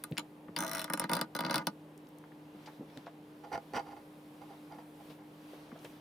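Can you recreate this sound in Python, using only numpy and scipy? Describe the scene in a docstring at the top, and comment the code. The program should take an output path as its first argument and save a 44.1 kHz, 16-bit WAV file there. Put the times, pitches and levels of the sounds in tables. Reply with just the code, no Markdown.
"""A stiff joint creaks in quick jerks as a circuit board is pushed about under a microscope.
The joint of the stand sticks and slips, and each slip makes the stand ring; early on it also groans.
Later the board scuffs and catches on its mat. Small knocks and dry ticks are dotted throughout.
Behind it all the joint hisses as it rubs, a sleeve rustles and a small fan hums in a quiet room."""
import sys
import numpy as np
from scipy import signal
from scipy.fft import rfft, irfft
from scipy.io import wavfile
from scipy.ndimage import uniform_filter1d

SR = 44100
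rng = np.random.default_rng(int(sys.argv[2]) if len(sys.argv) > 2 else 0)


def master_out(mix):
    """Clip the mix to full scale and print it as 16-bit PCM to the path in sys.argv[1]."""
    frames = np.transpose(np.atleast_2d(mix))
    ceiling = np.clip(frames, -1, 1)
    pcm = np.round(ceiling * 32767).astype(np.int16)
    wavfile.write(sys.argv[1], SR, pcm)


N = 264644

# Each jerk of the joint: (time [s], crack level [dB], thump level [dB])
JERKS = [(0.0376, -29.5, -39.5), (.18, -22.5, -34.5), (0.1937, -30.5, -42), (.563, -22, -40.5),
         (0.5692, -40, -42.5), (.577, -33, -41.5), (0.5875, -27.5, -34), (0.605, -26, -37.5),
         (.615, -36, -44), (0.6237, -29, -34), (0.635, -31, -34.5), (0.6468, -30, -40), (.665, -29.5, -45),
         (.6783, -30, -45), (.684, -38, -43), (0.694, -31, -47), (.7138, -27, -35), (0.7324, -26.5, -37),
         (0.7487, -24.5, -32.5), (0.756, -32, -51), (0.7692, -32, -36.5), (0.781, -30, -41),
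         (.7934, -26, -35), (0.8041, -34, -60), (0.8154, -27.5, -40), (0.8242, -36.5, -43),
         (.842, -26, -37), (0.878, -48, -42), (0.8992, -29, -31.5), (0.924, -41, -40), (.9349, -18.5, -28),
         (0.9739, -30, -37.5), (.996, -19, -31), (1.016, -35, -34), (1.0397, -25.5, -29),
         (1.0944, -25.5, -33), (1.115, -23.5, -29.5), (1.133, -17, -31), (1.151, -23.5, -38),
         (1.1668, -25, -33), (1.1906, -33, -36.5), (1.2122, -19.5, -29), (1.35, -25, -32.5),
         (1.3642, -26.5, -37), (1.3892, -23, -31), (1.4059, -20, -33.5), (1.4238, -39, -41),
         (1.4363, -37.5, -36), (1.4486, -24.5, -35), (1.4637, -25.5, -36.5), (1.4825, -48.5, -41),
         (1.4964, -26.5, -32), (1.509, -18.5, -31.5), (1.529, -28, -41), (1.5418, -15.5, -26.5),
         (1.5569, -14.5, -29), (1.5797, -20.5, -35.5), (1.6693, -17, -30)]
# How the jerks change colour as the joint turns: (time [s], squeak pitch [Hz], squeak boost [dB],
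# base boost [dB], snap boost [dB])
JOINT_COLOUR = [(.04, 5740, -14, -8.5, -2.5), (.18, 7070, -1, -3.5, -13), (.565, 4670, 5.5, 5.5, -16),
                (.588, 6030, 4.5, -0.5, -5.5), (.66, 6260, 1, -10, -9), (.70, 5620, 5, -14, -7),
                (.81, 5580, -2, -4.5, -8), (.89, 5250, -13, -2, -9), (1.0, 5400, -4, -1, -9),
                (1.04, 4650, -12, -2, -19.5), (1.14, 4740, -0.5, 1.5, -11), (1.36, 4820, -7, 0, -12.5),
                (1.46, 4620, -2.5, 3.5, -25), (1.55, 4670, -6.5, -0.5, -18), (1.67, 4450, -1.5, 3, -16.5)]
# Rubbing between jerks, one list a push: (time [s], grind level [dB], hiss level [dB])
JOINT_RUBBING = [
    [(.56, -62, -76), (.6, -40, -57), (.7, -49, -59), (.78, -48, -47), (.87, -70, -61), (.93, -80, -82),
     (1.03, -80, -48), (1.08, -80, -70)],
    [(1.09, -38, -63), (1.16, -41, -47), (1.25, -53.5, -64)],
    [(1.35, -60, -71), (1.45, -58.5, -62), (1.56, -34, -45), (1.63, -51, -63)],
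]
# The notes that the joint and the stand ring at; a wider note dies sooner:
# (pitch [Hz], width [Hz], level [dB], left over right [dB], left ahead by [rad])
JOINT_NOTES = [(2557, 164, -3.5, 1, 0.58), (2945, 110, 0, 3, -0.75), (3510, 82, 3, 5.5, 0.68),
               (4055, 43, 6.5, 5, 0.42), (4560, 96, -4, 9, 0.98), (5460, 200, -2, 7, -0.48),
               (6310, 110, -11, -2, 0.33), (7180, 310, -9.5, 7, -0.79), (7930, 430, -14, 7, -0.88),
               (9470, 450, 1.5, 2.2, -0.15), (10640, 250, -6.5, -4, -0.66), (10970, 520, -13, -15, 0.17),
               (13630, 1100, -7, 3.5, 0.38), (15260, 380, -6, -4, -0.36), (14700, 460, -20, -7, -0.18)]
STAND_NOTES = [(183.5, 40, 1.5, 5, 0.058), (205.6, 18.6, -1, 2, -0.54), (223, 30, -2.5, 0, -0.058),
               (286, 23, -1.5, -2, 0.17), (316.5, 17, 2, -1.5, 0.73), (477, 39, -8.5, 7.5, -0.59),
               (560.5, 27, -3.5, 2, 0.65), (652, 22.5, -3.5, 3, 0.3), (809, 92, -9.5, 0, -0.15),
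               (872, 36, -0.5, -6, 0.92), (958, 57, -0.5, -3, 0.93), (1086, 32, -7, 9.5, -0.62),
               (1167, 28, -6, 2, -0.81), (1207, 27, 0, -6.5, -0.32), (1306, 105, -3.5, 5, -0.97),
               (1465, 39.5, 1, -4, 0.55), (1624, 140, -5, 0, 1.58), (1855, 37, -7.5, -2, -0.25),
               (2074, 90, -6.5, 0, 0.52)]
def stand_creak():
    """Each jerk cracks, snaps and squeaks in the joint and shakes the arm and base of the stand."""
    times, crack_db, thump_db = np.transpose(JERKS)
    colour_times, *colour = np.transpose(JOINT_COLOUR)
    squeak_hz, squeak_db, base_db, snap_db = (np.interp(times, colour_times, c) for c in colour)
    squeak_db += 2.5 * rng.standard_normal(len(times))
    snap_db += 0.23 * (crack_db + 23.5)  # jerks harder than the usual -23.5 dB snap brighter
    grind = loudness_curve(JOINT_RUBBING, column=1) * grit(3000, spread_db=1.5)
    snap = jolts(times, crack_db + snap_db + 18, rise_s=0.00076, fall_s=0.0019, kick=0.29)
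    crack = jolts(times, crack_db + 2.5, rise_s=0.00066, fall_s=0.00082, kick=1.1)
    arm = jolts(times, thump_db + 12.5, rise_s=0.00069, fall_s=0.0065, kick=1.99)
    base = jolts(times, thump_db + base_db + 14, rise_s=0.00073, fall_s=0.002, kick=2.53)
    out = ring(crack, JOINT_NOTES[:7]) + ring(snap, JOINT_NOTES[7:])
    out += ring(base + grind, STAND_NOTES[:11]) + ring(arm + gain(-6.5) * grind, STAND_NOTES[11:])
    t = np.arange(600) / SR
    for start, hz, db in zip(times, squeak_hz, crack_db + squeak_db):
        squeak = rise_and_fall(t, 0.0011, 0.0011) * np.sin(2 * np.pi * hz * t)
        add(out, start, gain(db + np.array([[2.5], [-2.5]])) * squeak)  # louder on the left
    return cut_bass(out, hz=148, order=6)

# The groan during the first push: (time [s], pitch [Hz], level [dB])
GROAN_PATH = [(.625, 661, -60), (.644, 650, -40.5), (.68, 647.6, -49.5), (.744, 663.5, -45),
              (.836, 635, -52.5), (.9, 658, -63)]
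def stand_groan():
    """One note of the stand sounds on, nearly steady, with two rougher overtones above it."""
    times, hz, db = np.transpose(GROAN_PATH)
    t = np.arange(times[0], times[-1], 1 / SR)
    phase = 2 * np.pi * np.cumsum(np.interp(t, times, hz)) / SR
    wobble = unit_level(uniform_filter1d(rng.standard_normal((3, len(t))), size=500, axis=1))
    overtones = (1 + 0.53 * wobble[1]) * np.sin(2 * phase) + (1 + wobble[2]) * np.sin(3 * phase)
    tone = np.sqrt(2) * ((1 + 0.25 * wobble[0]) * np.sin(phase) + gain(-15) * overtones)
    out = np.zeros(N)
    add(out, times[0], gain(np.interp(t, times, db)) * tone * signal.windows.tukey(len(t), .1))
    return out

# Each drag of the board on its mat: (time of full pressure [s], level [dB], hold [s])
BOARD_DRAGS = [(3.44, -42.5, 0.0075), (3.529, -29.5, 0.0049), (3.744, -33.5, 0.013), (3.762, -30.5, .012),
               (3.865, -44.5, 0.013), (3.91, -45.5, 0.011), (3.964, -48, 0.013), (4.417, -46, .004),
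               (4.495, -50.5, 0.048), (4.704, -47.5, 0.045), (4.788, -47, .01), (4.997, -51.5, .006),
               (5.19, -54, 0.02)]
# The edge of the board catches: (time [s], level [dB])
EDGE_CATCHES = [(3.517, -33), (3.529, -32.5), (3.548, -25), (3.555, -23.5), (3.566, -48.5), (3.576, -24),
                (3.735, -24.5), (3.745, -27), (3.762, -28), (3.771, -27), (3.794, -25), (3.965, -35.5),
                (4.416, -37), (4.722, -31.5), (4.784, -36)]
# The notes that the board rings at:
# (pitch [Hz], width [Hz], level [dB], left over right [dB], left ahead by [rad])
BOARD_NOTES = [(106, 45, -12.5, -2, 0.23), (227, 84, -17, 17, -0.87), (500, 72, -6, -1, -0.4),
               (669, 36, -3.5, 1, 0.2), (816, 41, 2.5, -3.5, -0.011), (916, 35, -3, -4, -0.54),
               (1014, 133, -9.5, -6, 0.47), (1230, 18, -15, 10, 1), (1424, 44, -9.5, -3, -0.44),
               (1783, 210, -17.5, -5.5, -0.41), (2145, 29, -12, -3, 1), (2340, 170, -26, 0, 0.9),
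               (3080, 300, -24, 3.5, 0.36), (3730, 490, -32, -4, 0.1), (4744, 150, -21, -0.5, 0.2),
               (5820, 290, -28, 0, 0.3), (8650, 1600, -41, 0, 0.56), (13600, 2700, -48, -1, -0.31)]
def board_scuffs(press_db_per_s=1200, lift_db_per_s=422):
    """Grit and catches make the dragged board ring; firm strokes sound brighter than light ones."""
    t, pressure = np.arange(N) / SR, np.zeros(N)
    for at, db, hold_s in BOARD_DRAGS:
        pressing_db = press_db_per_s * np.clip(at - t, 0, .3)
        lifting_db = lift_db_per_s * np.clip(t - at - hold_s, 0, 1)
        pressure += gain(db - pressing_db - lifting_db)
    times, catch_db = np.transpose(EDGE_CATCHES)
    scrape = gain(-6) * pressure * grit(3000, spread_db=3)
    scrape += jolts(times, catch_db + 9.5, rise_s=0.0006, fall_s=0.0015, kick=0.58)
    firmness = (pressure / pressure.max()) ** 0.28
    return ring(scrape, BOARD_NOTES[:7]) + gain(-7) * ring(firmness * scrape, BOARD_NOTES[7:])

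# Small knocks on the desk: (time [s], level [dB], pitch [Hz])
DESK_KNOCKS = [(0.113, -20.5, 163.6), (.484, -31, 170), (2.545, -37, 194), (2.672, -36.5, 865),
               (2.795, -36, 221), (2.806, -33, 280), (2.824, -39.5, 307), (2.969, -34, 274),
               (3.066, -33.5, 686), (5.099, -40.5, 465), (5.533, -37, 459), (5.723, -36.5, 236),
               (5.755, -39, 649), (5.844, -36, 473)]
def desk_knocks(rise_s=0.0026, die_away_s=0.084):
    """A soft bump gives a quickly dying tone and a puff of noise around the same pitch."""
    out, t = np.zeros(N), np.arange(4096) / SR
    shape = (1 - np.exp(-t / rise_s)) * gain(-60 * t / die_away_s)
    for start, db, hz in DESK_KNOCKS:
        puff = band_around(rng.standard_normal(len(t)), hz, octaves=1.68)
        add(out, start, gain(db) * shape * (0.55 * np.sin(2 * np.pi * hz * t) + 0.37 * puff))
    return out

# Light, dry ticks: (time [s], level [dB], middle pitch [Hz], fade time [s])
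DRY_TICKS = [(.111, -55, 12000, 0.0046), (.122, -33.5, 2230, 0.00088), (.17, -19.5, 2430, 0.00041),
             (.177, -11, 2860, 0.00039), (0.18, -25.5, 2580, 0.0029), (.194, -34.5, 2600, 0.0028),
             (.482, -51, 1160, 0.0093), (0.565, -33, 2500, 0.0047), (1.977, -47.5, 7500, 0.0013),
             (2.07, -51, 3970, 0.0012), (2.088, -56, 11500, .0027), (2.185, -44, 8000, 0.00093),
             (2.239, -51.5, 1100, 0.005), (2.32, -48.5, 1150, 0.0032), (2.659, -53, 3460, 0.015),
             (2.899, -56.5, 2660, .005), (2.974, -35, 2600, 0.00096), (2.9735, -41, 9000, 0.0007),
             (3.061, -56.5, 2860, .012), (5.098, -59, 2800, 0.031), (5.714, -49.5, 1200, 0.01),
             (5.79, -54.5, 5000, .0025), (5.845, -50, 6040, 0.0039), (5.848, -47.5, 1950, .0091)]
def dry_ticks():
    """Each tick is a tiny burst of noise, much alike on the left and right."""
    out, t = np.zeros((2, N)), np.arange(2048) / SR
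    for start, db, hz, fall_s in DRY_TICKS:
        hiss = rng.standard_normal((2, len(t)))
        band = band_around(hiss + 1.3 * hiss[0], hz, octaves=1.3)
        add(out, start, gain(db) * band * rise_and_fall(t, 0.0007, fall_s))
    return out

def metal_ping(start_s=.181, db=-53, hz=7070, die_away_s=.11):
    """A small metal part of the stand rings once with a thin, dying tone."""
    out, t = np.zeros(N), np.arange(6000) / SR
    add(out, start_s, gain(db - 60 * t / die_away_s) * np.sin(2 * np.pi * hz * t))
    return out

# How loud the hiss is: the joint's fine rubbing hiss during the creak, sleeve rustle otherwise:
# (time [s], coarse level [dB], fine level [dB])
HISS_LEVELS = [(0, -67.5, -74), (.55, -80, -79.5), (.68, -76, -62), (.95, -78, -79.5), (1.55, -70, -76),
               (1.75, -73.5, -77.5), (2.5, -70.5, -78), (2.68, -61, -72), (2.82, -69.5, -77),
               (2.97, -62, -75), (3.15, -71.5, -78.5), (3.68, -66, -74), (4.18, -68.5, -74),
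               (4.5, -64.5, -73), (4.92, -68.5, -73.5), (5.11, -61, -68.5), (5.2, -71, -77),
               (5.55, -60, -70.5), (5.74, -64, -76), (5.86, -60.5, -66.5), (6, -64, -76)]
# The tone colour of the coarse and of the fine hiss: (frequency [Hz], level [dB])
COARSE_HISS = [(300, -7), (1000, -1), (2000, -6), (3500, -7.5), (6000, -15), (8500, -30.5)]
FINE_HISS = [(4000, -23), (7000, -4.5), (10000, 0), (15500, -3), (15900, -47)]
def rubbing_and_rustle():
    """The rubbing joint and the moving sleeve make a coarse and a fine hiss that swell separately."""
    coarse = loudness_curve([HISS_LEVELS], column=1) + loudness_curve(JOINT_RUBBING, column=2)
    fine = loudness_curve([HISS_LEVELS], column=2)
    return coarse * noise(COARSE_HISS, flicker_db=1.2) + fine * noise(FINE_HISS, flicker_db=.6)

# The fan's tones: (pitch [Hz], width [Hz], level [dB], steady part over wavering part [ratio])
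FAN_TONES = [(156.3, 22, -62.5, 2.1), (300.7, 19, -56, 3.16), (11900, 8, -97, 1.1)]
def fan_hum():
    """A small fan hums: each steady tone is mixed with slow noise that makes it waver."""
    out, t = np.zeros(N), np.arange(N) / SR
    for hz, width, db, steady in FAN_TONES:
        smoothing = [1, -np.exp(-np.pi * width / SR)]
        waver = rng.standard_normal(N) + 1j * rng.standard_normal(N)
        waver = signal.lfilter([1], smoothing, signal.lfilter([1], smoothing, waver))
        tone = (steady + waver / np.std(waver)) * np.exp(2j * np.pi * hz * t)
        out += gain(db) * unit_level(tone.real)
    return out

def room_echo(sound, die_away_s=0.068):
    """Desk and walls throw back a short echo without bass."""
    t = np.arange(9000) / SR
    tail = rng.standard_normal((2, len(t))) * gain(-60 * t / die_away_s) * (t > .003)
    tail = signal.sosfilt(signal.butter(2, [600, 9000], "bandpass", fs=SR, output="sos"), tail)
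    return signal.oaconvolve(sound, tail / np.linalg.norm(tail[0]), axes=1)[:, :N]

# The background noise of the room: (frequency [Hz], level [dB])
ROOM_HUSH = [(15, -65), (25, -50), (96, -10.5), (148, -4.5), (241, 1.5), (299, -3.5), (351, -4.5),
             (413, -1), (746, -9.5), (831, -6.5), (1280, -17), (3200, -24.5), (8000, -42.5), (14500, -42.5),
             (15700, -51)]
def room_hush():
    """The quiet room gives a faint, low, even rush."""
    return gain(-57) * noise(ROOM_HUSH, flicker_db=.7)

# How alike the noise is on the left and right: (frequency [Hz], likeness [0 to 1])
SIDE_LIKENESS = [(60, 0.54), (130, 0.66), (290, 0.76), (640, 0.86), (1410, 0.13), (3100, 0.33),
                 (6820, 0.64), (15000, 1)]
def noise(spectrum, flicker_db):
    """Stereo noise with the given tone colour, flickering a little in drifting patches."""
    frames, hz = N // 256 + 5, np.fft.rfftfreq(1024, 1 / SR)
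    a, b, c, d, patches = rng.standard_normal((frames, 513, 5)).T
    patches = unit_level(uniform_filter1d(uniform_filter1d(patches, size=12, axis=0), size=10, axis=1))
    likeness = value_at(SIDE_LIKENESS, hz)[:, None]
    left = a + 1j * b
    right = likeness * left + np.sqrt(1 - likeness ** 2) * (c + 1j * d)
    slices = np.array([left, right]) * gain(value_at(spectrum, hz)[:, None] + flicker_db * patches)
    return unit_level(signal.istft(slices, nperseg=1024, noverlap=768)[1][:, :N])

def ring(shaking, notes):
    """A shaken object rings at its own notes; each reaches the two microphones differently."""
    t, side, response = np.arange(4000) / SR, np.array([[.5], [-.5]]), 0
    for k, (hz, width, db, pan_db, lead) in enumerate(notes):
        swing = (-1) ** k * np.sin(2 * np.pi * hz * t + side * lead)  # neighbours start opposite ways
        response += width * gain(db + side * pan_db) * np.exp(-np.pi * width * t) * swing
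    response /= np.linalg.norm(response.mean(0))
    return signal.oaconvolve(shaking[None], response, axes=1)[:, :N]

def jolts(times, levels_db, rise_s, fall_s, kick):
    """One clean kick at each time, with a spray of noise as the contact breaks loose in tiny steps."""
    out, shape = np.zeros(N), rise_and_fall(np.arange(800) / SR, rise_s, fall_s)
    for start, db in zip(times, levels_db):
        spray = rng.standard_normal(len(shape)) * shape
        add(out, start + rise_s, gain(db) * np.array([kick]))
        add(out, start, gain(db) * spray / np.linalg.norm(spray))
    return out

def grit(per_s, spread_db):
    """Rough surfaces rub in scattered clicks of uneven size."""
    sizes = gain(spread_db * np.minimum(rng.exponential(1, N), 5))
    return unit_level(sizes * rng.choice([-1, 1], N) * (rng.random(N) < per_s / SR))

def band_around(hiss, hz, octaves):
    """Keep the part of a hiss that lies near one pitch."""
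    freqs = np.fft.rfftfreq(hiss.shape[-1], 1 / SR) + 1
    return unit_level(irfft(rfft(hiss) * np.exp(-2 * (np.log2(freqs / hz) / octaves) ** 2)))

def loudness_curve(tables, column):
    """Volume over time from one dB column of each table; silent outside them."""
    t, tables = np.arange(N) / SR, map(np.array, tables)
    return sum(gain(np.interp(t, rows[:, 0], rows[:, column], left=-200, right=-200)) for rows in tables)

def rise_and_fall(t, rise_s, fall_s):
    return (1 - np.exp(-t / rise_s)) * np.exp(-t / fall_s)

def value_at(points, hz):
    freqs, values = np.transpose(points)
    return np.interp(np.log(hz + 1), np.log(freqs + 1), values)

def gain(db):
    return 10 ** (np.asarray(db) / 20)

def unit_level(sound):
    return sound / np.sqrt(np.mean(sound ** 2) + 1e-20)

def add(mix, start_s, sound):
    part = mix[..., round(start_s * SR):][..., :sound.shape[-1]]
    part += sound[..., :part.shape[-1]]

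def scene():
    """The sounds on the desk and their echo, over the room, the rubbing and rustling, and the fan."""
    desk = stand_creak() + stand_groan() + board_scuffs() + desk_knocks() + dry_ticks() + metal_ping()
    desk = cut_bass(desk, hz=110, order=2)  # small objects give off little bass
    return desk + room_hush() + gain(-13) * room_echo(desk) + rubbing_and_rustle() + fan_hum()

def cut_bass(sound, hz, order):
    return signal.sosfilt(signal.butter(order, hz, "highpass", fs=SR, output="sos"), sound)

def record(dry, top_hz=16800):
    """Two close microphones hear almost the same bass; the very highest treble is cut off."""
    mid, side = (dry[0] + dry[1]) / 2, (dry[0] - dry[1]) / 2
    side -= 0.86 * signal.sosfiltfilt(signal.butter(3, 330, fs=SR, output="sos"), side)
    pair = np.array([mid + side, mid - side])
    return signal.oaconvolve(pair, signal.firwin(511, top_hz, window=("kaiser", 9), fs=SR)[None], "same")

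dry = scene()
out = record(dry)
master_out(out)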